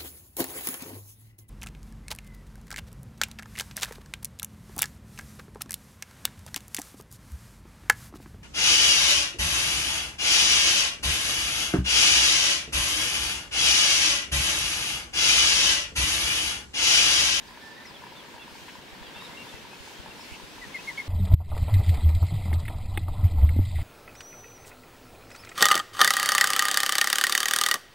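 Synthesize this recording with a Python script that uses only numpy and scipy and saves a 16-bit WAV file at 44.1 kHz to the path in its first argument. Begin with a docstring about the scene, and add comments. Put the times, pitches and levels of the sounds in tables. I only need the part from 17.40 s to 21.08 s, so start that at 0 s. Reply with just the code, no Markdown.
"""A reedy marsh: little grebes begin a quickening call, and a bank and the reeds throw each note back.
Grebes and far birds are bent sine notes with diffuse tails; rasps among the birds are bursts of band noise.
Frog clicks are decaying resonances of the vocal sac; wind puffs thump the microphone ports in opposite phase.
Shaped stereo noise makes the murmur and the hissing reeds; the camera adds two faint wavering whines."""
import sys
import numpy as np
from scipy import signal
from scipy.fft import rfft, irfft, next_fast_len
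from scipy.io import wavfile
from scipy.ndimage import uniform_filter1d, map_coordinates

SR = 44100
rng = np.random.default_rng(int(sys.argv[2]) if len(sys.argv) > 2 else 0)


def transcribe(signal):
    """Save signal, clipped to [-1, 1], as a 16-bit WAV file at the path in sys.argv[1]."""
    frames = np.atleast_2d(signal).T
    limited = np.clip(frames, -1, 1)
    pcm = np.round(limited * 32767).astype(np.int16)
    wavfile.write(sys.argv[1], SR, pcm)


def natural_amplitude(level_db):
    """Convert a level in decibels to a linear amplitude factor, elementwise."""
    exponent = np.asarray(level_db, float) / 20
    return 10 ** exponent


N = 162288  # samples


def unit(x):
    """Normalisation: scales a signal to an rms of 1."""
    return x / np.sqrt(np.mean(x ** 2) + 1e-20)


def along(points, hz):
    """Interpolation of (Hz, value) points on a logarithmic frequency axis."""
    f, v = np.transpose(points)
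    return np.interp(np.log(hz + 1), np.log(f + 1), v)


def curve(rows):
    """Linear interpolation of (s, value) rows to one value per sample."""
    s, v = np.transpose(rows)
    return np.interp(np.arange(N) / SR, s, v)


def wobble(rate):
    """Slow random modulation: a smooth curve through rate Gaussian knots a second."""
    return map_coordinates(rng.standard_normal(2000), [np.arange(N) * rate / SR])


def filtered(x, response):
    """Linear filtering: the spectrum of x is multiplied by a response of frequency."""
    m = next_fast_len(N + 8192)
    return irfft(rfft(x, m) * response(np.fft.rfftfreq(m, 1 / SR)), m)[..., :N]


def panned(x, pan_db):
    """Interaural level difference: left exceeds right by pan_db."""
    return x * natural_amplitude(np.array([[pan_db / 2], [-pan_db / 2]]))


def add(out, s, sound):
    """Superposition: adds a sound into out from time s in seconds."""
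    i = max(round(s * SR), 0)
    out[..., i:i + sound.shape[-1]] += sound[..., :N - i]


def note(length, start_hz, middle_hz, end_hz, db, attack, release, overtones=()):
    """Frequency modulation: the pitch follows a parabola; attack and release are shares of the note."""
    u = np.arange(round(length * SR)) / (length * SR)
    hz = start_hz * (1 - u) * (1 - 2 * u) + 4 * middle_hz * u * (1 - u) + end_hz * u * (2 * u - 1)
    phase = 2 * np.pi * np.cumsum(hz) / SR
    ramp = np.clip(np.minimum(u / attack, (1 - u) / release), 0, 1)
    envelope = np.sin(np.pi / 2 * ramp)
    harmonics = np.sin(phase) + sum(natural_amplitude(d) * np.sin(k * phase) for k, d in overtones)
    return natural_amplitude(db) * np.sqrt(2) * envelope * harmonics


def scatter(x, t60):
    """Diffuse reflection by the reed bed: a decaying noise response, independent for each ear."""
    t = np.arange(SR // 4) / SR
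    tail = rng.standard_normal((2, len(t))) * natural_amplitude(-60 * t / t60)
    return signal.fftconvolve(x, tail / np.linalg.norm(tail[0]), axes=1)[:, :N]


def rush(spectrum, patchy_db):
    """Partly coherent stereo noise of rms 1, its gain patchy over time and frequency."""
    # Each row: frequency in Hz, left-right correlation.
    likeness = [(60, -0.071), (130, 0.56), (290, 0.64), (640, 0.5), (1410, 0.19), (3100, 0.25),
                (6820, 0.304), (15000, 0.3)]
    # Each row: frequency in Hz, left over right in dB.
    balance = [(60, -0.5), (110, -1.5), (200, 0.5), (380, 1), (700, 1), (1290, 0.5), (2380, 1.5),
               (4400, 0.5), (8120, 0.5), (15000, 0.5)]
    z = signal.stft(rng.standard_normal((2, N)), nperseg=512)[2]
    field = uniform_filter1d(rng.standard_normal(z.shape[1:]), size=6, axis=0)
    field = uniform_filter1d(field, size=10, axis=1)
    pair = signal.istft(z * natural_amplitude(patchy_db * unit(field)), nperseg=512)[1][:, :N]

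    def mid_side_response(hz):
        # The share of mid and side sets the correlation of left and right.
        angle = np.arccos(np.clip(along(likeness, hz), -1, 1)) / 2
        return natural_amplitude(along(spectrum, hz)) * [np.cos(angle), np.sin(angle)]

    def balance_response(hz):
        return natural_amplitude(np.outer([.5, -.5], along(balance, hz)))

    mid, side = filtered(pair, mid_side_response)
    return unit(filtered(np.array([mid + side, mid - side]), balance_response))


def grebes():
    """Discrete echoes: delayed copies of the bent notes beat against the direct sound."""
    # Each row: start in seconds, length in seconds, start, middle and end pitch in Hz, level in dB.
    calls = [(3.21147, .0433, 2006, 1947, 1771, -43.9), (3.34063, .0332, 2178, 2110, 1918, -34.4),
             (3.471, .0381, 2142, 2132, 1874, -34.1), (3.57398, .036, 2139, 2202, 1983, -30.6)]
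    # Overtones of the call. Each row: multiple of the pitch, level in dB re the fundamental.
    overtones = [(2, -24), (3, -33)]
    # Answers of bank and reeds. Each row: delay in seconds, left and right gain in dB.
    echoes = [(.00698, -8.3, -18.2), (.01248, -8.5, -15), (.01762, -11.4, -22.7)]
    voice = np.zeros(N)
    for s, *row in calls:
        add(voice, s, note(*row, attack=.29, release=.356, overtones=overtones))
    out = panned(voice, 1.2) + natural_amplitude(-17) * scatter(voice[None], t60=.12)
    for delay, left_db, right_db in echoes:
        gains = natural_amplitude([[left_db], [right_db]])
        out += filtered(voice, lambda hz: gains * np.exp(-2j * np.pi * hz * delay))  # phase shift delays
    return out


def birds():
    """Amplitude fluctuation in the air: far whistles and fainter random chatter flutter together."""
    # Each row: start in seconds, length in seconds, start, middle and end pitch in Hz,
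    # level in dB before the flutter.
    whistles = [(0.07, .015, 5630, 4900, 4500, -56), (0.199, 0.177, 5400, 5300, 5160, -67),
                (.21, 0.13, 1770, 1771, 1770, -52.5), (.35, 0.095, 1770, 1794, 1760, -53.5),
                (0.366, 0.025, 1920, 1920, 1900, -52), (0.453, 0.0098, 1950, 2020, 2050, -48),
                (.455, .016, 6050, 5600, 5200, -56), (.465, .028, 5350, 5090, 5100, -51.5),
                (.495, .012, 5000, 4800, 4600, -54), (0.537, 0.037, 3520, 3418, 3070, -51),
                (0.756, 0.058, 3534, 3510, 3120, -54), (.992, 0.058, 2790, 2690, 2474, -55),
                (0.996, 0.049, 3270, 3460, 3270, -54), (1.217, 0.028, 3180, 3204, 3180, -58.5),
                (1.625, .072, 3520, 3350, 2750, -55), (1.66, .04, 4700, 4726, 4800, -61),
                (1.734, 0.15, 3460, 3730, 4000, -54), (1.757, 0.049, 2610, 2740, 2670, -52.5),
                (1.771, 0.024, 3210, 3280, 3210, -52.5), (1.834, 0.048, 3490, 3720, 3120, -51.5),
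                (1.904, 0.068, 1990, 2100, 2130, -56), (1.969, 0.063, 2756, 2775, 2740, -47.5),
                (1.99, 0.036, 2250, 2270, 2260, -55), (2.037, 0.0341, 2136, 2043, 1820, -56),
                (2.072, .064, 3330, 3570, 2970, -54), (2.089, .13, 2694, 2665, 2640, -59.5),
                (2.13, 0.036, 1920, 2000, 2000, -54.5), (2.31, .04, 2424, 2550, 2540, -54),
                (2.476, .015, 5330, 5200, 5050, -58), (2.558, 0.048, 3230, 3250, 3240, -56),
                (.1, 0.21, 4550, 4500, 4430, -67), (2.708, 0.015, 2770, 2737, 2750, -51),
                (2.802, .02, 5240, 5200, 5050, -55.5), (2.923, 0.0343, 2897, 2857, 2745, -74),
                (3.382, .025, 2576, 2547, 2670, -48), (3.57, 0.0142, 2980, 3160, 3350, -48)]
    edge = 0.094  # attack and release as shares of a note
    out = np.zeros((2, N))
    for (s, *row), pan in zip(whistles, rng.normal(0, 1, len(whistles))):
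        add(out, s, panned(note(*row, edge, edge), 1 + 1.8 * pan))

    chatter_per_s, low_hz, high_hz = 30, 1600, 5500
    for s, a, b, c, d in rng.random((round(chatter_per_s * N / SR), 5)):
        hz = low_hz * (high_hz / low_hz) ** a
        length = 0.0193 + 0.084 * b
        song = note(length, hz, hz, hz * (1 - 0.056 * c), -70 + 4 * c, edge, edge)
        add(out, s * N / SR, panned(song, 8 * (d - .5)))
    out *= natural_amplitude(2 * wobble(90))
    return out + natural_amplitude(-8.5) * scatter(out, t60=0.16)


def rasps():
    """Band-limited noise: short harsh bursts under a soft swell."""
    # Each row: start in seconds, length in seconds, low and high band edge in Hz,
    # rms level over the burst in dB.
    bursts = [(1.271, 0.045, 1482, 3410, -50), (2.889, 0.0965, 2070, 3016, -50)]
    out = np.zeros((2, N))
    for s, length, low_hz, high_hz, db in bursts:
        burst = np.zeros((2, N))
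        count = round(length * SR)
        add(burst, s, rng.standard_normal((2, count)) * np.hanning(count))
        common = burst.sum(0)  # makes the two channels partly alike
        band = filtered(burst + common, lambda hz: (hz > low_hz) & (hz < high_hz))
        out += natural_amplitude(db) * unit(band) * np.sqrt(length * SR / N)
    return out


def frogs():
    """Damped resonance: each click rings the vocal sac briefly, near frogs over a farther chorus."""
    # Nearer clicks. Each row: start in seconds, nominal peak level in dB.
    near = [(0.053, -48), (0.087, -54.5), (0.107, -44), (0.156, -56), (0.173, -40), (0.327, -52.5),
            (0.387, -52), (0.406, -48), (0.508, -42), (0.62, -46), (0.637, -37), (0.667, -40.5),
            (0.722, -43), (0.747, -53), (0.767, -55), (0.827, -50), (0.884, -48), (0.941, -43),
            (0.963, -45), (0.979, -41.5), (1.011, -49), (1.078, -43.5), (1.152, -43.5), (1.231, -47),
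            (1.282, -40), (1.353, -41.5), (1.388, -48.5), (1.55, -45), (1.59, -45), (1.627, -43),
            (1.695, -47), (1.76, -45.5), (1.821, -39.5), (1.894, -43), (1.931, -45), (2.012, -53.5),
            (2.068, -43), (2.104, -50), (2.136, -43.5), (2.25, -44), (2.27, -47.5), (2.331, -41),
            (2.475, -41.5), (2.513, -46), (2.66, -38), (2.773, -55), (2.794, -41.5), (2.828, -49),
            (2.909, -52), (2.965, -44.5), (2.998, -41.5), (3.181, -41.5), (3.235, -48), (3.25, -46),
            (3.308, -45), (3.389, -44), (3.446, -54), (3.513, -42), (3.589, -42.5), (3.621, -44.5)]
    # Modes of the sac. Each row: multiple of the pitch, level in dB, decay time t60 in seconds.
    modes = [(1, 3, 0.027), (1.8, -3.5, 0.023)]
    pitch_hz, attack_s, chorus_per_s = 951, 0.0012, 60
    out, t = np.zeros((2, N)), np.arange(SR // 20) / SR
    clicks = []  # start in seconds, level in dB, pitch in Hz, pan in dB
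    for (s, db), (a, b) in zip(near, rng.normal(0, 1, (len(near), 2))):
        clicks.append((s, db, pitch_hz * (1 + 0.041 * a), 2.5 + b))
    for s, a, b, c in rng.random((round(chorus_per_s * N / SR), 4)):
        clicks.append((s * N / SR, -58 + 8 * a, pitch_hz * (1 + .16 * (b - .5)), 12 * (c - .5)))

    for (s, db, hz, pan_db), turns in zip(clicks, rng.random((len(clicks), 2))):
        ring = sum(natural_amplitude(d - 60 * t / t60) * np.sin(2 * np.pi * (k * hz * t + turn))
                   for (k, d, t60), turn in zip(modes, turns))
        onset = 1 - np.exp(-t / attack_s)
        add(out, s, panned(natural_amplitude(db) * 1.56 * ring * onset, pan_db))
    return out


def wind():
    """Pressure puffs: they push the two ports in opposite phase, over a lumpy uncorrelated rumble."""
    # Rumble spectrum. Each row: frequency in Hz, relative density in dB per Hz.
    buffet = [(15, -19), (40, -1), (90, -5.5), (160, -29), (260, -69)]
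    # Each row: centre in seconds, envelope peak in dB before the port difference, pitch in Hz.
    thumps = [(.6, -52, 45), (.78, -52, 55), (.95, -45, 85), (1.125, -46, 65), (1.225, -46, 80),
              (1.389, -46, 80), (1.53, -45, 55), (1.62, -42, 45), (1.691, -45, 75), (1.77, -43, 90),
              (1.9, -50, 65), (2.145, -38.5, 80), (2.24, -48, 45), (2.409, -41.5, 65), (2.6, -37, 65),
              (2.69, -46, 50), (2.925, -36, 75), (3.04, -42.5, 50), (3.274, -41, 85), (3.59, -49, 55)]
    noise = unit(filtered(rng.standard_normal((2, N)), lambda hz: natural_amplitude(along(buffet, hz))))
    out = natural_amplitude(-66 + 3.6 * wobble(8.2)) * noise
    half_width_cycles, uneven_db = .55, 7  # one port, chosen at random, is hit harder
    t = np.arange(-SR // 20, SR // 20) / SR
    for (s, db, hz), (a, b) in zip(thumps, rng.random((len(thumps), 2))):
        envelope = np.exp(-(t * hz / half_width_cycles) ** 2)
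        puff = natural_amplitude(db) * envelope * np.cos(2 * np.pi * (hz * t + a))
        add(out, s - 1 / 20, panned(puff, uneven_db * np.sign(b - .5)) * [[1], [-1]])
    return out


def murmur():
    """Broadband noise: the far hum and murmur of the marsh, nearly steady."""
    # Each row: frequency in Hz, relative density in dB per Hz.
    spectrum = [(15, -36), (30, -10), (100, -7), (170, -2), (237, -1), (532, -4.5), (686, -7.5),
                (964, -5.5), (1240, -9), (1670, -5.5), (1980, -8.5), (2560, -8.5), (3600, -11),
                (5000, -16.5), (7000, -30.5), (11000, -31)]
    # Each row: time in seconds, level in dB.
    level = [(0, -48), (.5, -47), (1, -47), (1.45, -47), (1.85, -44.5), (2.4, -47), (2.93, -46), (3.2, -46),
             (3.68, -44.5)]
    return natural_amplitude(curve(level) + 0.29 * wobble(3.96)) * rush(spectrum, patchy_db=0.87)


def reeds():
    """Modulated noise: the hiss of the reeds swells with the breeze."""
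    # Each row: frequency in Hz, relative density in dB per Hz.
    spectrum = [(1200, -30), (2200, -2), (3300, -3), (4700, -4.5), (6300, -6), (7800, -10), (11000, -14.5),
                (14900, -20.5), (15700, -30.5)]
    # Each row: time in seconds, level of the top band of the hiss in dB.
    breeze = [(0, -63.5), (.3, -63), (.45, -61.5), (.6, -63.5), (1, -63.5), (1.2, -59), (1.45, -61.5),
              (1.75, -61), (1.85, -58.5), (2.15, -59.5), (2.3, -60), (2.5, -56), (2.68, -62), (2.85, -55.5),
              (3.1, -58.5), (3.35, -56), (3.68, -55.5)]
    whole_over_top_db = 6.5
    level_db = curve(breeze) + whole_over_top_db + 0.98 * wobble(6.85) + wobble(13)
    return natural_amplitude(level_db) * rush(spectrum, patchy_db=1.45)


def scene():
    """Superposition of all the sources on the marsh."""
    return grebes() + birds() + rasps() + frogs() + wind() + murmur() + reeds()


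def camera_whine():
    """Narrow-band tones: two sines waver in level and phase."""
    # Each row: frequency in Hz, level in dB before the wavering.
    tones = [(11676, -82), (15579, -77.5)]
    t = np.arange(N) / SR
    return sum(np.sqrt(2) * natural_amplitude(db + 3.3 * wobble(6)) * np.sin(2 * np.pi * hz * t + 1.5 * wobble(12))
               for hz, db in tones)


def mirrored(x):
    """Amplitude modulation: each carrier adds sidebands, copies of the sound shifted in frequency."""
    # Each row: carrier in Hz, level of each shifted copy in dB.
    mirrors = [(7790, -28.5), (15579, -35)]
    t = np.arange(N) / SR
    carriers = sum(2 * natural_amplitude(db) * np.cos(2 * np.pi * hz * t) for hz, db in mirrors)
    return x * (1 + carriers)


def low_pass(x):
    """Removes everything above the highest recorded frequency."""
    return signal.sosfilt(signal.butter(12, 15760, fs=SR, output="sos"), x)


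def record(dry):
    """Band limitation: the mirrored sound and the camera's whine keep nothing above 15750 Hz."""
    mix = filtered(mirrored(dry) + camera_whine(), lambda hz: hz < 15750)
    return low_pass(mix)


dry = scene()
out = record(dry)
transcribe(out)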